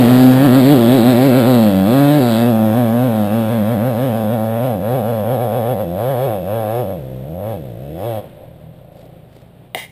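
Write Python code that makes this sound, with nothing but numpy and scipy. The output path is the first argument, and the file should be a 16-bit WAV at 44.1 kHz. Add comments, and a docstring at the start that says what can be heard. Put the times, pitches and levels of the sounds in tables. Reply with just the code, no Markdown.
"""On a grassy hill, a single-cylinder dirt bike climbs away with its throttle pumping, blips twice and
drops to a putter beyond the crest. Its firings form a pulse train that excites the resonances of the
exhaust; distance and reflection off the slope thin the sound. Trees return a faint echo, a light wind
blows and grass rustles. Near the helmet camera something knocks and scrapes, ringing like a hard shell,
and a periodic timing error in the camera adds a thin sizzle around 12 kHz."""
import sys
import numpy as np
from scipy import signal
from scipy.fft import rfft, irfft, next_fast_len
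from scipy.io import wavfile
from scipy.ndimage import uniform_filter1d, map_coordinates

SR = 44100
rng = np.random.default_rng(int(sys.argv[2]) if len(sys.argv) > 2 else 0)


def wrap_up_sound(samples):
    """Save the sound to the file named by the first command line argument, as 16-bit audio."""
    columns = np.atleast_2d(samples).T
    # keep every value between -1 and 1, then stretch to whole-number steps
    tamed = np.clip(columns, -1, 1)
    steps = np.round(tamed * 32767).astype(np.int16)
    wavfile.write(sys.argv[1], SR, steps)


N = 437031
CRUISE_HZ = 120  # reference firing rate for the engine's levels

# Firing rate, swinging with the throttle: t/s, f/Hz
FIRING_RATE = [(0.0, 131.1), (0.053, 113.0), (0.102, 125.2), (0.389, 130.6), (0.454, 150.1), (0.491, 118.8),
               (0.587, 139.5), (0.621, 120.8), (0.723, 152.8), (0.778, 119.4), (0.858, 112.6),
               (0.955, 139.5), (1.005, 107.4), (1.098, 132.7), (1.147, 113.0), (1.266, 143.4),
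               (1.322, 117.1), (1.383, 135.9), (1.432, 109.2), (1.488, 130.4), (1.734, 93.5), (1.852, 96.7),
               (1.953, 136.6), (2.179, 151.7), (2.207, 126.5), (2.349, 109.2), (2.49, 124.6),
               (2.528, 110.6), (2.731, 108.3), (2.784, 127.0), (2.882, 109.8), (3.055, 131.7),
               (3.101, 112.6), (3.281, 99.6), (3.362, 115.8), (3.487, 107.6), (3.514, 123.3), (3.632, 99.2),
               (3.729, 124.8), (3.778, 95.9), (3.878, 136.7), (3.945, 104.1), (4.042, 140.6),
               (4.133, 104.1), (4.16, 114.9), (4.277, 102.5), (4.343, 126.2), (4.369, 108.7), (4.59, 115.6),
               (4.657, 137.2), (4.791, 84.6), (4.958, 140.2), (5.028, 98.7), (5.092, 121.2), (5.237, 99.1),
               (5.335, 136.6), (5.377, 107.3), (5.429, 128.1), (5.498, 100.5), (5.572, 130.6),
               (5.621, 106.8), (5.716, 133.6), (5.767, 90.9), (5.812, 112.1), (5.858, 82.0), (5.949, 90.0),
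               (6.113, 144.0), (6.158, 115.4), (6.256, 141.5), (6.292, 114.6), (6.429, 83.6),
               (6.558, 117.0), (6.673, 102.9), (6.805, 130.2), (6.857, 91.7), (6.916, 99.0), (7.026, 65.0),
               (7.227, 64.3), (7.503, 115.1), (7.613, 71.1), (7.736, 54.0), (7.978, 86.1), (8.071, 119.6),
               (8.2, 102.0)]
# Path from bike to camera: t/s, loss/dB, f/Hz of the ground interference dip
HILL_PATH = [(0, 0.5, 384), (.4, 1.5, 395), (.9, 4, 740), (1.5, 3.5, 496), (2.2, 4, 504), (2.7, 3.5, 380),
             (3.5, 5, 386), (5.5, 7.5, 298), (6.7, 8.5, 261), (8.2, 10, 250)]
# Treble, falling as the bike draws away: t/s, level/dB
TREBLE_LEVEL = [(0, -0.67), (.9, -0.04), (1.95, -1.24), (2.12, -1.5), (2.36, 0.15), (2.6, -6.5),
                (3.5, -5.5), (4.5, -11), (6.75, -10.5), (7.36, -26), (7.5, -15), (8.1, -11)]
def climb(slip=0.006, load_from_hz=70.6, load_span_hz=30.7, load_ease_s=0.057, surge_s=0.16):
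    """Source and filter: one train of firings drives every voice of the engine under throttle."""
    rate, = curves(FIRING_RATE)
    loss_db, dip_hz = curves(HILL_PATH)
    treble_db, = curves(TREBLE_LEVEL)
    rate = rate * (1 + slip * wobble(27.98))  # the rear wheel slips and grips
    jitter = 0.0046 + 0.0014 * loss_db  # arrivals are less even through more moving air
    turns = np.cumsum(rate) / SR + jitter * wobble(90)
    octaves = np.log2(rate / CRUISE_HZ)
    load = uniform_filter1d(ramp((rate - load_from_hz) / load_span_hz), size=int(load_ease_s * SR))
    # a twist of the throttle lifts the revs above their running mean and hardens the exhaust
    surge_db = 2.5 * np.log2(rate / uniform_filter1d(rate, size=int(surge_s * SR)))

    def effort(db, per_octave, off_load):
        """Source strength rises with revs and load; all three terms are in decibels."""
        return amp(db + per_octave * octaves - off_load * (1 - load) + surge_db)

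    # a pulse less its mean and first three harmonics leaves the sharp edge
    slow = 1 + 2 * sum(np.cos(2 * np.pi * k * turns) for k in (1, 2, 3))
    edge = unit(pulses(turns) / np.gradient(turns) - slow)
    puff = unit(np.exp(-(turns % 1)) + 0.17)  # gas flow: a decay after each firing, plus a leak
    sound = boom(turns, rate, octaves, loss_db, dip_hz)
    sound += bark(turns, rate, load, edge, puff) * effort(-19, per_octave=4.5, off_load=6.8)
    rasp_gain = effort(-28.5, 4.1, 25) * amp(0.47 * treble_db - 0.5 * loss_db + surge_db)
    sound += rasp(turns, octaves, edge, puff) * rasp_gain
    sound += hiss(turns, rate, edge, puff) * effort(-32.5, 4.9, 7.4) * amp(treble_db)
    sound += metal(edge, puff) * effort(-45, 18, 5) * amp(0.29 * treble_db)
    sound += clatter(turns, rate, edge) * effort(-30, 6.3, 14) * amp(4 * treble_db)
    sound += churn(puff) * amp(-24 - 2.8 * loss_db)
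    throttle_db, = curves([(8.19, 0), (8.22, -14), (8.32, -38)])
    return sound * amp(throttle_db)


# Exhaust harmonics 1 to 3: level/dB, rise with revs/(dB per octave), multiple of the path loss
LOW_HARMONICS = [(-20.5, 17.5, 0.74), (-7, 6.5, 2.15), (-11.5, 0.8, 2.29)]
def boom(turns, rate, octaves, loss_db, dip_hz, bounce=0.77, lag_s=0.0016, flutter_db=0.67):
    """Two-path interference: the lowest harmonics combine with their reflection off the slope."""
    dip_hz = dip_hz * np.exp(0.026 * wobble(9))  # the dip shifts as the bike bucks
    total = np.zeros(N)
    for k, (db, rise_db, share) in enumerate(LOW_HARMONICS, 1):
        ground = np.abs(1 + bounce * np.exp(-1j * np.pi * k * rate / dip_hz))
        level_db = db + rise_db * octaves - share * loss_db + k * flutter_db * wobble(14)
        total += amp(level_db) * ground * np.cos(2 * np.pi * k * (turns - lag_s * rate))
    return np.sqrt(2) * total * amp(-0.2 * per_firing(turns))


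# Silencer response, resonant near 540 and 760 Hz: f/Hz, level/dB
SILENCER = [(100, -24), (220, -11), (340, -4), (405, -7.5), (475, 8.5), (540, 15), (610, 12), (685, 5),
            (760, 8.5), (860, -8.5), (1100, -12.5), (1800, -59), (3500, -96)]
# Spectrum of the softer pulse off load: f/Hz, level/dB
BURBLE = [(100, 3), (240, -10.5), (320, 6), (400, -5), (520, 6), (620, 0), (750, -6.5), (850, -49),
          (1100, -32), (1800, -36), (3500, -59)]
# Directivity, or how squarely the silencer faces the camera: t/s, level/dB
DIRECTIVITY = [(0, -2), (.4, -1.5), (1.5, 2.6), (2.2, 0), (2.7, -0.1), (3.5, -2.5), (5.5, .5), (6.7, -0.4),
               (7.3, -5), (8.2, -3.6)]
def bark(turns, rate, load, edge, puff, turbulence=0.15):
    """Forced resonance: pulses and turbulent gas make the silencer bark under load and burble off load."""
    aim_db, = curves(DIRECTIVITY)
    blast = edge + turbulence * (2 - load) * puff * noise()
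    pumping = unit(pulses(turns + 0.5) - rate / SR)  # the piston's pulse between firings
    barking = load ** 2
    pipe = barking * shaped(blast, SILENCER) + (1 - barking) * shaped(blast + 0.55 * pumping, BURBLE)
    return steady(over_ground(pipe, bounce=0.24, delay_s=0.0023, wander_s=0.00064)) * amp(aim_db)


# Spectrum of the crack of each firing: f/Hz, level/dB
CRACK = [(600, -22.5), (900, -3), (1100, -2.5), (1400, -2), (1550, -3), (1680, -2.5), (1800, -5.5),
         (2020, -20), (2300, -10.5), (3000, -17.5), (4500, -65), (7000, -69)]
def rasp(turns, octaves, edge, puff, brow_s=6.75, brow_fade_s=0.51):
    """Steep pressure fronts crack in the midrange until the brow of the hill casts an acoustic shadow."""
    crack = steady(over_ground(shaped(edge + 0.35 * puff * noise(), CRACK)))
    shadow_db = 4 * ramp((np.arange(N) / SR - brow_s) / brow_fade_s)
    # following acceleration, the rasp answers the throttle before the revs do
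    pull_db = 0.26 * uniform_filter1d(np.gradient(octaves) * SR, size=2500)
    return crack * amp(pull_db - shadow_db + 0.1 * per_firing(turns))


# Spectrum of the escaping gas, heard from afar: f/Hz, level/dB
GAS_SPECTRUM = [(900, -27), (1600, 7), (2020, 5), (2200, -3), (2400, -8), (2600, 8), (2900, -1.5),
                (3350, 5.5), (3800, 0.5), (4600, -10), (5300, -8.5), (6200, -75), (8000, -54)]
def hiss(turns, rate, edge, puff):
    """Modulated jet noise: gas hisses out with each firing."""
    jet = puff * gas(turns, rate) + 0.6 * edge
    return steady(over_ground(shaped(jet, GAS_SPECTRUM), bounce=0.28))


# Modes of the exhaust's metal: f/Hz, bandwidth/Hz, level/dB
METAL_MODES = [(1596, 78, -1), (2236, 22, 12), (2940, 82, 0), (3324, 36, 7.5), (4970, 18, -47)]
def metal(edge, puff):
    """Modal vibration: the metal of the exhaust rings under the firings."""
    return steady(ring(edge + 0.58 * puff * noise(), METAL_MODES))


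# Spectrum of the bright engine clatter: f/Hz, level/dB
CLATTER_SPECTRUM = [(700, -12.5), (1300, 12.5), (2200, 2), (3000, 2.5), (3900, 8), (4800, 1.5), (5500, -53),
                    (6500, -16), (8000, -28)]
def clatter(turns, rate, edge):
    """Broadband transients: each firing spits a short bright burst, audible only from close by."""
    spit = unit(np.exp(-(turns % 1) / 0.09) + 0.09)
    return coloured(spit * gas(turns, rate) + 0.45 * edge, CLATTER_SPECTRUM)


def churn(puff):
    """Turbulence in the pipe lays a continuous spectrum between the harmonics."""
    spectrum = [(60, -28), (200, -8), (330, -9.5), (750, -5), (1100, -22), (3000, -37)]
    return coloured(puff * noise(), spectrum)


def gas(turns, rate, change_hz=9, fresh=0.69):
    """Quasi-periodic noise: a slowly changing burst repeats at every firing, plus a fresh share."""
    bursts = rng.standard_normal((400, 1200))
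    since_firing = (turns % 1) / rate * SR
    repeated = map_coordinates(bursts, [np.arange(N) / SR * change_hz, since_firing],
                               order=1, mode="mirror")
    return unit(unit(repeated) + fresh * noise())


def over_ground(x, bounce=0.3, delay_s=0.00209, wander_s=0.00056):
    """Comb filtering: the slope adds a reflection whose delay wanders as the bike bucks."""
    path = np.arange(N) - SR * (delay_s + wander_s * wobble(7))
    return x + bounce * map_coordinates(x, [path], order=1)


# Firing rate with the throttle shut: t/s, f/Hz
IDLE_FIRING_RATE = [(8.2, 100.4), (8.3, 60), (8.48, 36.75), (8.77, 41.8), (8.86, 25.7), (9.12, 31.55),
                    (9.22, 24.84), (9.75, 31.5)]
# Balance of the putter: t/s, thump level/dB, pipe level/dB
IDLE_LEVELS = [(8.2, -41.5, -58), (8.33, -50, -50), (8.43, -49, -43), (8.5, -40, -47), (8.57, -47, -51),
               (8.68, -40.5, -50), (8.84, -47.5, -50), (9.03, -47, -46.5), (9.3, -48, -57),
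               (9.91, -49, -62)]
# Spectrum of the thump at idle: f/Hz, level/dB
THUMP_SPECTRUM = [(30, -27), (60, -10), (85, -10), (130, -2.5), (170, -2.5), (215, -24), (300, -37),
                  (700, -75)]
# Pop in the silencer as the throttle shuts: t/s, level/dB
FUEL_POPS = [(8.241, 2.5)]
def putter(scatter_db=1.5, jitter=0.067, turbulence=0.021):
    """Impulse excitation: slow, uneven firings thump in the pipe, and unburnt fuel pops once."""
    rate, = curves(IDLE_FIRING_RATE)
    thump_db, pipe_db = curves(IDLE_LEVELS)
    turns = np.cumsum(rate) / SR + jitter * wobble(25)
    firings = pulses(turns)
    strength = amp(scatter_db * per_firing(turns))
    thump = steady(shaped(firings, THUMP_SPECTRUM))
    flow = turbulence * (np.exp(-(turns % 1) / 0.38) + 0.44) * noise()
    pipe = steady(shaped(0.41 * firings + flow, BURBLE) + shaped(0.3 * firings + flow, SILENCER))
    onset_db, = curves([(8.15, -88), (8.21, 2.5)])
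    pop = shaped(taps(FUEL_POPS), SILENCER)
    return amp(onset_db) * strength * (thump * amp(thump_db) + pipe * amp(pipe_db)) + pop


# Blow near the camera: t/s, level/dB
BLOW = [(9.748, 19.5)]
# Modes of the struck shell: f/Hz, bandwidth/Hz, level/dB
SHELL_MODES = [(321, 130, -18), (615, 350, 0), (756, 190, -18), (2020, 140, -16), (2870, 110, -9),
               (3180, 210, -10), (3660, 130, -5.5), (4840, 150, -11)]
def knock(t60=0.091, rattle=0.19):
    """Damped free vibration: a sharp blow and its dull rattle set a hard shell ringing."""
    t = np.arange(SR // 4) / SR
    blow = taps(BLOW)
    fading = signal.oaconvolve(blow, amp(-60 * t / t60))[:N]
    shake = shaped(rattle * fading * noise(), [(800, -2.5), (1300, -36), (5000, -26)])
    spectrum = [(800, -2.5), (1050, -4), (1500, -9), (2000, 15), (4000, -1.5), (6000, -26), (9000, -31)]
    return shaped(ring(blow + shake, SHELL_MODES), spectrum)


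def scrape(attack_s=0.034, hold_s=0.1, release_s=0.02, fade_db_per_s=135):
    """Friction noise drives the shell's upper modes after the blow: it swells, fades, then lets go."""
    age = np.arange(N) / SR - BLOW[0][0]
    level_db = (-27.5 - 8 * ramp(1 - age / attack_s)
                - fade_db_per_s * np.maximum(age - attack_s, 0)
                - 7 * ramp((age - hold_s) / release_s))
    spectrum = [(300, -21), (800, -9.5), (1400, -17), (2000, 11), (5000, -14), (7000, -8), (11000, -20)]
    return (age > 0) * amp(level_db) * coloured(ring(noise(), SHELL_MODES), spectrum)


# Reverberation time of the forest edge: f/Hz, T60/s
TREE_DECAY = [(100, 0.72), (550, 0.36), (3000, 0.59), (8000, 0.022)]
def trees(x, delay_samples=600):
    """Diffuse reflection: the trees return a late tail, each band decaying exponentially."""
    hz, t, bands = signal.stft(rng.standard_normal(SR), SR, nperseg=256)
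    decay = amp(-60 * t / along(TREE_DECAY, hz)[:, None])
    tail = signal.istft(bands * decay, SR, nperseg=256)[1]
    return signal.fftconvolve(np.pad(x, (delay_samples, 0)), tail / np.linalg.norm(tail))[:N]


# Spectrum of the breeze: f/Hz, level/dB
BREEZE_SPECTRUM = [(15, -2.5), (45, -31), (120, 3), (300, 1), (700, -5), (1100, -16.5), (2000, -19.5),
                   (3600, -20.5), (5000, -36), (6500, -47)]
# Strength of the breeze: t/s, level/dB
BREEZE_LEVEL = [(0, -19), (1.3, -30), (3, -41), (6, -42), (8.3, -43), (8.85, -48.5), (9.91, -50)]
def wind():
    """Turbulent flow over the grass makes broadband noise that swells with light gusts."""
    wind_db, = curves(BREEZE_LEVEL)
    gust_db = 1.2 * wobble(3) + 1.2 * wobble(13)
    return amp(wind_db + gust_db) * coloured(noise(), BREEZE_SPECTRUM)


# Soft bump on the helmet: t/s, level/dB
HELMET_BUMP = [(0.485, 18)]
def bump():
    """A soft impact acts as a low-passed impulse."""
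    return shaped(taps(HELMET_BUMP), [(15, 8), (45, 0), (80, -13), (200, -30), (800, -74)])


# Rustles in the grass nearby: t/s, half length/s, level/dB
GRASS_RUSTLES = [(9.006, 0.082, -52.5), (9.372, 0.085, -52)]
def rustles(grain_db=4):
    """Random amplitude modulation gives short swells of noise the grain of rustling grass."""
    t = np.arange(N) / SR
    swell = sum(amp(db) * np.exp(-((t - s) / width) ** 2) for s, width, db in GRASS_RUSTLES)
    grains = noise() * amp(grain_db * wobble(250))
    spectrum = [(100, -7), (300, -1), (700, -4.5), (1100, -17), (3600, -18), (5000, -22), (6500, -34)]
    return swell * coloured(grains, spectrum)


def amp(db):
    """Decibels to gain."""
    return 10 ** (np.asarray(db) / 20)


def ramp(x):
    """x held between 0 and 1."""
    return np.clip(x, 0, 1)


def unit(x):
    """Scale to rms 1."""
    return x / np.sqrt(np.mean(x ** 2) + 1e-20)


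def steady(x):
    """Hold the running rms at 1."""
    power = uniform_filter1d(uniform_filter1d(x * x, size=1500), size=1500)
    return x / np.sqrt(np.abs(power) + 1e-12)


def along(points, hz):
    """Interpolate (f/Hz, value) points on a log axis."""
    f, v = np.transpose(points)
    return np.interp(np.log(hz + 1), np.log(f + 1), v)


def curves(rows):
    """Interpolate each column after the time to one value per sample."""
    s, *cols = np.transpose(rows)
    return [np.interp(np.arange(N) / SR, s, c) for c in cols]


def noise():
    """Fresh white noise."""
    return rng.standard_normal(N)


def wobble(rate):
    """A smooth random curve, rate knots a second."""
    return map_coordinates(rng.standard_normal(int(N * rate / SR) + 4), [np.arange(N) * rate / SR])


def per_firing(turns):
    """Cycle-to-cycle variation: one normal value per firing, changing just before it."""
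    values = rng.standard_normal(4000)
    return uniform_filter1d(values[(turns + 1 / 8).astype(int)], size=40)


def pulses(turns):
    """A unit pulse at each whole turn, shared between neighbouring samples."""
    distance = np.abs(turns - np.round(turns)) / np.abs(np.gradient(turns))
    return np.maximum(1 - distance, 0)


def taps(rows):
    """An impulse for each (t/s, level/dB) row."""
    s, db = np.transpose(rows)
    return np.bincount(np.round(s * SR).astype(int), amp(db), N)[:N]


def filtered(x, response):
    """Multiply the spectrum of x by a frequency response."""
    size = next_fast_len(N + SR // 2)
    return irfft(rfft(x, size) * response(np.fft.rfftfreq(size, 1 / SR)), size)[:N]


def ring(x, modes):
    """Modal superposition: x through parallel second-order resonators."""
    return filtered(x, lambda f: sum(amp(db) * 1j * f * width / (f0 * f0 - f * f + 1j * f * width)
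                                     for f0, width, db in modes))


def shaped(x, spectrum, size=8192):
    """Minimum-phase filtering: folding the cepstrum gives a causal filter with this spectrum."""
    cepstrum = irfft(np.log(amp(along(spectrum, np.fft.rfftfreq(size, 1 / SR)))))
    cepstrum[1:size // 2] *= 2
    cepstrum[size // 2 + 1:] = 0
    return signal.oaconvolve(x, irfft(np.exp(rfft(cepstrum))))[:N]


def coloured(x, spectrum):
    """x shaped by a spectrum, at rms 1."""
    return unit(shaped(x, spectrum))


def scene(echo_db=-22, far_echo_db=-11):
    """Superposition of the bike, its echo (a larger share beyond the crest) and the nearby sounds."""
    climbing, idling = climb(), putter()
    echo = trees(amp(echo_db) * climbing + amp(far_echo_db) * idling)
    return (climbing + idling + echo + wind() + bump() + rustles() + knock() + scrape())[None]


def record(dry, clip_level=1.08, hardness=8, slip_samples=1.47, sizzle_hz=12000, top_hz=15400):
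    """Saturation rounds the peaks; phase modulation by a timing error puts sidebands about sizzle_hz."""
    x = dry[0] / (1 + np.abs(dry[0] / clip_level) ** hardness) ** (1 / hardness)
    x = x + slip_samples * np.gradient(x) * np.cos(2 * np.pi * sizzle_hz * np.arange(N) / SR)
    return filtered(x, lambda hz: hz < top_hz)[None]


dry = scene()
out = record(dry)
wrap_up_sound(out)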